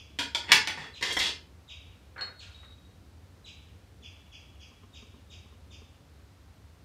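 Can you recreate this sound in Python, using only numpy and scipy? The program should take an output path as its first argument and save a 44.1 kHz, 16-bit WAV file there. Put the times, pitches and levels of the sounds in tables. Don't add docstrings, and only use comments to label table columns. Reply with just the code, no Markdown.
import sys
import numpy as np
from scipy import signal
from scipy.fft import rfft, irfft
from scipy.io import wavfile
from scipy.ndimage import uniform_filter1d

SR = 44100
rng = np.random.default_rng(int(sys.argv[2]) if len(sys.argv) > 2 else 0)


def generate_wav(sig):
    pcm = np.round(np.clip(np.atleast_2d(sig).T, -1, 1) * 32767).astype(np.int16)
    wavfile.write(sys.argv[1], SR, pcm)


def gain_from_decibels(decibels):
    exponent = np.asarray(decibels, float) / 20
    return 10 ** exponent


N = 301644

# frequency in Hz, level in dB per Hz.
SLIDE_GRIT = [(150, -41.5), (250, -34), (404, 3.5), (825, -2), (1050, 3), (1230, 3.5), (1560, 9.5),
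              (3600, -17.5), (4680, -44), (7920, -120)]


def rms_one(x):
    return x / np.sqrt(np.mean(x ** 2) + 1e-20)


def at_hz(points, hz):
    table_hz, values = np.array(points).T
    return np.interp(np.log(hz), np.log(table_hz), values)


def colour(x, spectrum):
    hz = np.fft.rfftfreq(len(x), 1 / SR) + 1
    return rms_one(irfft(rfft(x) * gain_from_decibels(at_hz(spectrum, hz)), len(x)))


def causal_colour(burst, gain_db):
    own = uniform_filter1d(np.abs(rfft(burst)) ** 2, size=40)
    cepstrum = irfft(np.log(gain_from_decibels(gain_db) / np.sqrt(own)))
    half = len(burst) // 2
    cepstrum[1:half] *= 2
    cepstrum[half + 1:] = 0
    return irfft(rfft(burst) * np.exp(rfft(cepstrum)))


def band(x, low_hz, high_hz):
    sos = signal.butter(2, [low_hz, high_hz], "band", fs=SR, output="sos")
    return signal.sosfilt(sos, x + 1e-18)


def resonate(x, hz, width_hz):
    r = np.exp(-np.pi * width_hz / SR)
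    poles = [1, -2 * r * np.cos(2 * np.pi * hz / SR), r * r]
    return signal.lfilter([(1 - r * r) / 2, 0, (r * r - 1) / 2], poles, x)


def ring(clicks, hz, t60):
    r = gain_from_decibels(-60 / (t60 * SR))
    w = 2 * np.pi * hz / SR
    return signal.lfilter([0, np.sin(w)], [1, -2 * r * np.cos(w), r * r], clicks + 1e-18)


def clicks_at(seconds, db):
    out = np.zeros(N)
    out[np.round(np.asarray(seconds) * SR).astype(int)] = gain_from_decibels(db)
    return out


def grains(per_s, spread_db):
    sizes = gain_from_decibels(spread_db * np.minimum(rng.exponential(1, N), 4))
    signs = rng.choice([-1, 1], N)
    return sizes * signs * (rng.random(N) < per_s / SR)


def drift(per_s, count):
    step = SR / per_s
    points = int(count / step) + 2
    return np.interp(np.arange(count) / step, np.arange(points), rng.standard_normal(points))


def stroke(rows, column=None):
    touch_db_per_s, lift_db_per_s = 2500, 1200
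    out, t = np.zeros(N), np.arange(N) / SR
    for row in rows:
        start, end, first_db, last_db = row[:4]
        db = np.interp(t, [start, end], [first_db, last_db])
        db = db - touch_db_per_s * np.maximum(start - t, 0)
        db = db - lift_db_per_s * np.maximum(t - end, 0)
        extra_db = row[column] if column else 0
        out = np.maximum(out, gain_from_decibels(db + extra_db))
    return uniform_filter1d(out, size=200)


def echoes(t60_table, build_s):
    t = np.arange(SR) / SR
    white = rng.standard_normal((2, SR))
    edges_hz = 80 * 2. ** np.arange(0, 8.1, .5)
    tail = np.zeros(SR)
    for k, (low_hz, high_hz) in enumerate(zip(edges_hz, edges_hz[1:])):
        decay = gain_from_decibels(-60 * t / at_hz(t60_table, 1.2 * low_hz))
        tail += band(white[k % 2], low_hz, high_hz) * decay
    tail = tail * (1 - np.exp(-t / build_s))
    return tail / np.sqrt(np.sum(tail ** 2))


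def blows(table, modes, crack, crack_s, damping):
    size = 4096
    t, hz = np.arange(size) / SR, np.fft.rfftfreq(size, 1 / SR) + 1
    swell_and_die = np.sqrt(t / crack_s + 0.84) * np.exp(-t / crack_s)
    chatter = rng.standard_normal((len(table), size)) * swell_and_die
    contact_db = np.maximum(at_hz(crack, hz), -60)
    out, strike = np.zeros(N), np.zeros(N)
    for row, burst in zip(table, chatter):
        s, peak_db, ring_db, thud_db, bright_db = (*row, 0, 0, 0)[:5]
        at = round(s * SR)
        lean = [(500, thud_db), (2700, 0.0012), (8000, bright_db)]
        out[at:at + size] += causal_colour(burst, peak_db + 20.0 + contact_db + at_hz(lean, hz))
        strike[at:at + size] += causal_colour(burst, peak_db + ring_db - 20.5 + 0 * hz)
    for mode_hz, level_db, t60 in modes:
        held_t60 = damping * min(t60, 2200 / mode_hz, .45)
        for split in (.995, 1.005):
            out = out + gain_from_decibels(level_db) * ring(strike, split * mode_hz, held_t60)
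    return out


def background():
    # frequency in Hz, level in dB per Hz.
    town_air = [(12, -72.5), (20, -38), (42, -24), (56, -5.5), (81, -1), (98, -1.5), (116, -12),
                (284, -17.5), (375, -21.5), (524, -23), (674, -26), (2720, -34.5), (3130, -35), (4020, -35),
                (15800, -50.5)]
    # frequency in Hz, width in Hz, level in dB.
    rumble = [(73, 7, -59.5), (83, 8, -66.5), (282.1, 14, -78)]
    air_db, hiss_db = -53.5, -82.5
    white = rng.standard_normal((3, N))
    hums = np.zeros(N)
    for hz, width_hz, db in rumble:
        hum = resonate(resonate(white[1], hz, width_hz), hz, 3 * width_hz)
        hums += gain_from_decibels(db) * rms_one(hum)
    air = colour(white[0], town_air)
    lumps = gain_from_decibels(2.5 * drift(8, count=N))
    air = air + band(air, 100, 700) * (lumps - 1)
    return gain_from_decibels(air_db - 1) * air + hums + gain_from_decibels(hiss_db) * white[2]


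def chirp(level_db, start_hz):
    hold_s, sag_hz_per_s, end_hz = .0075, 80000, 2080
    attack_s, release_s, fade_db, tire_db = .003, 0.0047, -19.5, -4
    beak_hz, beak_width_hz, beak_db = 4850, 500, 5.5
    length = hold_s + (start_hz - end_hz) / sag_hz_per_s
    t = np.arange(round(length * SR)) / SR
    hz = start_hz - sag_hz_per_s * np.maximum(t - hold_s, 0)
    phase = 2 * np.pi * np.cumsum(hz) / SR
    onset = np.maximum(1 - t / attack_s, 0)
    release = np.maximum(1 - (length - t) / release_s, 0) ** 2
    effort = gain_from_decibels(level_db + tire_db * t / length + fade_db * (onset + release))
    overtone_db = -3 - (level_db + 46.5) + 18 * np.minimum(2.0 * t / length - 1, 0)
    overtone_db = overtone_db + beak_db * np.exp(-((2 * hz - beak_hz) / beak_width_hz) ** 2)
    return effort * (np.sin(phase) + gain_from_decibels(overtone_db) * np.sin(2 * phase))


def sparrow():
    # start in seconds, level in dB, starting pitch in Hz.
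    chirps = [(-.04, -43, 3420), (0.932, -39, 4050), (1.678, -37.5, 3790), (2.38, -41, 4340),
              (3.442, -40.5, 3956), (4.022, -40.5, 3445), (4.316, -41.5, 3366), (4.595, -44.5, 3340),
              (4.93, -43.5, 3747), (5.295, -44, 3754), (5.703, -45.5, 3604)]
    # frequency in Hz, time to fall 60 dB in seconds.
    yard_t60 = [(2000, 0.89), (3000, 0.81), (4000, .65), (5500, 0.66), (8000, 0.62)]
    near_wall_db, near_wall_s = -10, 0.14
    lead = SR // 10
    dry = np.zeros(N + lead)
    for s, level_db, start_hz in chirps:
        call = chirp(level_db, start_hz)
        at = round(s * SR) + lead
        dry[at:at + len(call)] += call
    yard = echoes(yard_t60, build_s=.004)
    yard = yard * gain_from_decibels(1.5 * drift(70, count=SR))
    yard = yard * (1 + gain_from_decibels(near_wall_db) * np.exp(-np.arange(SR) / SR / near_wall_s))
    reflected = signal.fftconvolve(dry, yard)[:len(dry)]
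    return gain_from_decibels(-2.0) * (gain_from_decibels(-12) * dry + reflected)[lead:]


def spatula_on_edge():
    # start in seconds, peak in dB, ring in dB.
    edge_blows = [
        (0.188, -4, -11.5),
    ]
    # frequency in Hz, level in dB, time to fall 60 dB in seconds.
    edge_steel = [(1100, 1.5, 0.053), (1400, -7, 0.22), (1529, -5.5, 0.35), (1690, -6, 0.8),
                  (2200, -6, 0.18), (2536, -6, 0.18), (3350, -1.5, 0.28), (4300, -10, 0.25),
                  (4710, -9.5, 0.31), (5518, -13.5, 0.078), (7160, -12, 0.43), (7348, -18.5, 0.16),
                  (8204, -21.5, 0.24), (8952, -23, 0.2)]
    # frequency in Hz, level in dB per Hz.
    edge_crack = [(88, -47.5), (150, -22.5), (274, -5), (827, -62), (948, -3.5), (1340, -25.5), (1510, 0),
                  (2140, -15.5), (2270, -5.5), (2700, -11.5), (3280, -4.5), (3760, -11), (4930, -15.5),
                  (15500, -45)]
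    return blows(edge_blows, edge_steel, edge_crack, crack_s=0.013, damping=0.24)


def spatula_flat():
    # start in seconds, peak in dB, ring in dB.
    flat_blows = [
        (0.3481, -8.5, -8),
        (0.4204, -34, -8.5),
    ]
    # frequency in Hz, level in dB, time to fall 60 dB in seconds.
    flat_steel = [(958, -5, 0.34), (1475, -3, 0.25), (1830, -13, 5.0), (2360, -8, 0.38), (2600, -22.5, 5.0),
                  (3370, -1, 0.3), (4230, -11.5, 0.19), (4570, -17, 0.25), (4748, -7.5, 0.12),
                  (5270, -19, 0.42), (5642, -27.5, 0.94), (6616, -23, 0.5), (6960, -17.5, 0.32),
                  (7332, -10.5, 0.14)]
    # frequency in Hz, level in dB per Hz.
    flat_crack = [(88, -53.5), (150, -32), (359, -9), (631, -18.5), (966, -9), (1090, -19.5), (1450, -19),
                  (2140, -5.5), (2310, -3), (2920, -13), (3350, 7.5), (3910, -11), (4650, -7.5),
                  (15500, -45)]
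    return blows(flat_blows, flat_steel, flat_crack, crack_s=0.0039, damping=0.33)


def spatula_dropped():
    # start in seconds, peak in dB, ring in dB, extra thud in dB, extra brightness in dB.
    drop_blows = [
        (0.484, -52, 9, 8.0, -8),
        (0.496, -30, -29, 23.5, -14.5),
        (0.5186, 6.5, -7, -8.5, -4),
        (0.5226, -2.5, -3.5, -10, -16.5),
        (0.6733, -9.5, -2, -19, -8),
        (0.7747, -34, -3, 26, -3),
    ]
    # frequency in Hz, level in dB, time to fall 60 dB in seconds.
    drop_steel = [(860, -10.5, 0.58), (1489, -10, 0.22), (1900, -4.5, 0.34), (2293, -4, 0.39),
                  (2439, -9.5, 0.28), (2752, -25, 5.0), (3420, -10, 0.91), (4400, -22.5, 0.29),
                  (5146, -17, 0.19), (5940, -13, 0.16), (6891, -18.5, .4), (8140, -23, 0.14),
                  (9022, -27, 0.2), (10100, -30, 0.2)]
    # frequency in Hz, level in dB per Hz.
    drop_crack = [(88, -55), (150, -9.5), (244, -14.5), (600, -23), (985, 0.5), (1240, -13.5), (1500, -7.5),
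                  (1910, 4), (2140, -6), (2360, 1.5), (2650, -2.5), (5230, -5.5), (6350, -12.5),
                  (15500, -29)]
    return blows(drop_blows, drop_steel, drop_crack, crack_s=0.0019, damping=0.35)


def spatula_dragged():
    # start in seconds, peak in dB, ring in dB, extra thud in dB, extra brightness in dB.
    drag_blows = [
        (1.0111, -28.5, -16, 23, 1),
        (1.0253, -14, -5, 11.5, -2.5),
        (1.1045, -26.5, 3.5, 19, -6),
        (1.1254, -33.5, -20, -4, 22.5),
        (1.1899, -15.5, -32, -32, 7),
        (1.1985, -9, -8, -26, -35),
    ]
    # start in seconds, peak in dB, ring in dB.
    skid_blows = [
        (1.1675, -36, 33),
        (1.1715, -36, 33),
    ]
    # frequency in Hz, level in dB, time to fall 60 dB in seconds.
    drag_steel = [(1088, -23, 0.39), (2110, -1.5, 0.68), (2290, -6, 0.92), (2560, -8, 0.44),
                  (2840, -1, 5.0), (3250, 9.5, 0.34), (4520, -2, 5.0), (5240, -1, 5.0), (5040, -30, 2.6),
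                  (6760, -6, 5.0), (7854, -40, 0.52), (8323, -38, 0.99), (10080, -59, 5.0),
                  (11300, -39, 0.36)]
    skid_steel = [(2020, 0, .014), (3330, 0, .014), (5400, -12, .03), (1050, -14, .03)]
    # frequency in Hz, level in dB per Hz.
    drag_crack = [(88, -25), (150, -31.5), (396, -14), (781, -38), (1020, 0.5), (1240, -29), (1910, 7),
                  (2180, -5), (3220, -10), (3690, 1.5), (5540, -7.5), (14100, -33.5), (15500, -37)]
    knocks = blows(drag_blows, drag_steel, drag_crack, crack_s=0.0068, damping=0.16)
    return knocks + blows(skid_blows, skid_steel, drag_crack, crack_s=0.0019, damping=0.65)


def spatula_scrape():
    # start in seconds, end in seconds, first level in dB, last level in dB, brightness in dB.
    strokes = [
        (.44, .48, -42.5, -52, -2),
        (.48, .514, -37.5, -23, -9),
        (.70, .71, -25, -63, -15),
        (.78, .885, -33.5, -46.5, -5),
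        (1.04, 1.135, -30.5, -35.5, 4),
        (1.215, 1.295, -27.5, -32.5, 7),
    ]
    # frequency in Hz, width in Hz, level in dB.
    blade_ring = [(415, 50, -3.5), (943, 65, 2.5), (1870, 120, 7.5), (2350, 38, -4.5), (2689, 60, -9),
                  (3380, 90, 6), (3950, 23, -16), (4350, 51, -4.5), (4740, 31, -9.5), (5080, 19.85, -20),
                  (5370, 160, -10.5), (6950, 41, -14), (7700, 180, -23.5), (8190, 42, -17)]
    # frequency in Hz, level in dB per Hz.
    scrape_grit = [(88, -49.5), (150, -9.5), (420, -5.5), (561, -10.5), (1020, -3.5), (1150, -8),
                   (1910, -4), (2810, -1), (3350, -7), (15500, -59.5)]
    slips = grains(1500, spread_db=3.0)
    rung = np.zeros(N)
    for k, (hz, width_hz, db) in enumerate(blade_ring):
        sign = (-1) ** k
        rung += sign * gain_from_decibels(db) * rms_one(resonate(slips, hz, 1.2 * width_hz))
    grit = colour(slips, scrape_grit)
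    treble = band(grit, 5000, 16000)
    body = gain_from_decibels(-10.0) * rms_one(rung) + gain_from_decibels(-9.5) * (grit - treble)
    return stroke(strokes) * body + gain_from_decibels(6) * stroke(strokes, column=4) * treble


def bowl_foot():
    # start in seconds, peak in dB.
    foot_knocks = [
        (2.082, -58),
        (2.164, -47.5),
        (2.278, -52),
        (2.632, -42.5),
    ]
    # start in seconds, end in seconds, first level in dB, last level in dB.
    slides = [
        (2.164, 2.226, -38.5, -36),
        (2.268, 2.295, -46, -45),
        (2.426, 2.6, -50.5, -72),
        (2.634, 2.665, -50, -68),
    ]
    knocks = blows(foot_knocks, [], SLIDE_GRIT, crack_s=0.0018, damping=.2)
    stutter = colour(grains(600, spread_db=0.5), SLIDE_GRIT)
    return knocks + gain_from_decibels(-8.5) * stroke(slides) * stutter


def bowl_clinks():
    # start in seconds, thick bowl in dB, thin bowl in dB.
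    clinks = [
        (2.181, -44, -61),
        (2.2103, -28.5, -43),
        (2.546, -76, -46),
        (2.588, -91.5, -51),
        (2.648, -74, -46),
        (2.724, -80, -50.5),
        (2.85, -80.5, -59),
    ]
    # frequency in Hz, level in dB, time to fall 60 dB in seconds.
    thick_glass = [(4300, -6, 0.2), (4470, -29.5, 0.088), (3920, -17, 0.1), (7430, -23.5, 0.087),
                   (4910, -25, 0.048), (3040, -7.5, 0.011), (8400, -28, .04), (11400, -24.5, 0.098)]
    thin_glass = [(3806, -4, 0.047), (3810, -12.5, 0.54), (7693, -23.5, .12)]
    s, thick_db, thin_db = np.transpose(clinks)
    soft = signal.windows.hann(7)
    out = np.zeros(N)
    for touch_db, glass in ((thick_db, thick_glass), (thin_db, thin_glass)):
        touches = np.convolve(clicks_at(s, touch_db), soft)[:N]
        for hz, db, t60 in glass:
            out += gain_from_decibels(db) * ring(touches, hz, t60)
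    return gain_from_decibels(-7) * out


def glugs():
    # start in seconds, bubble in dB, thud in dB.
    oil_glugs = [
        (4.7166, -60, -60.5),
        (4.835, -55, -54),
        (5.0266, -58.5, -54.5),
        (5.1413, -60, -56.5),
        (5.459, -63.5, -65),
        (5.5248, -60, -58.5),
        (5.708, -64, -58),
        (5.819, -59, -54.5),
    ]
    s, bubble_db, thud_db = np.transpose(oil_glugs)
    pop, plop = clicks_at(s, bubble_db), clicks_at(s, thud_db + 4.5)
    bubble = ring(pop, 1065, 0.091) + ring(pop, 1206, 0.051)
    thud = ring(plop, 414, 0.046) + ring(plop, 234, 0.096)
    return band(bubble + thud, 110, 1700)


def kitchen_echo(near):
    # frequency in Hz, time to fall 60 dB in seconds.
    kitchen_t60 = [(200, 0.37), (1000, 0.29), (4000, 0.29), (12000, 0.17)]
    room = causal_colour(echoes(kitchen_t60, build_s=0.0031), 0)
    return gain_from_decibels(1.5) * signal.fftconvolve(near, room)[:N]


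def scene():
    spatula = spatula_on_edge() + spatula_flat() + spatula_dropped() + spatula_dragged() + spatula_scrape()
    near = spatula + bowl_foot() + bowl_clinks()
    wet = kitchen_echo(near)
    mid = near + wet + glugs() + sparrow() + background()
    late = np.roll(near + wet / gain_from_decibels(1.5), 90)
    side = gain_from_decibels(-8) * band(band(late, 7000, 12000), 6500, 13500)
    return np.array([mid + side, mid - side])


def roll_off(x):
    return signal.sosfilt(signal.butter(12, 16120, fs=SR, output="sos"), x)


def record(dry):
    x = signal.sosfilt(signal.butter(2, 30, "high", fs=SR, output="sos"), dry)
    mid = x.mean(axis=0)
    x = x - mid + 1.25 * np.tanh(mid / 1.25)
    x = signal.sosfilt(signal.cheby2(12, 60, 16500, fs=SR, output="sos"), x)
    return roll_off(x)


dry = scene()
out = record(dry)
generate_wav(out)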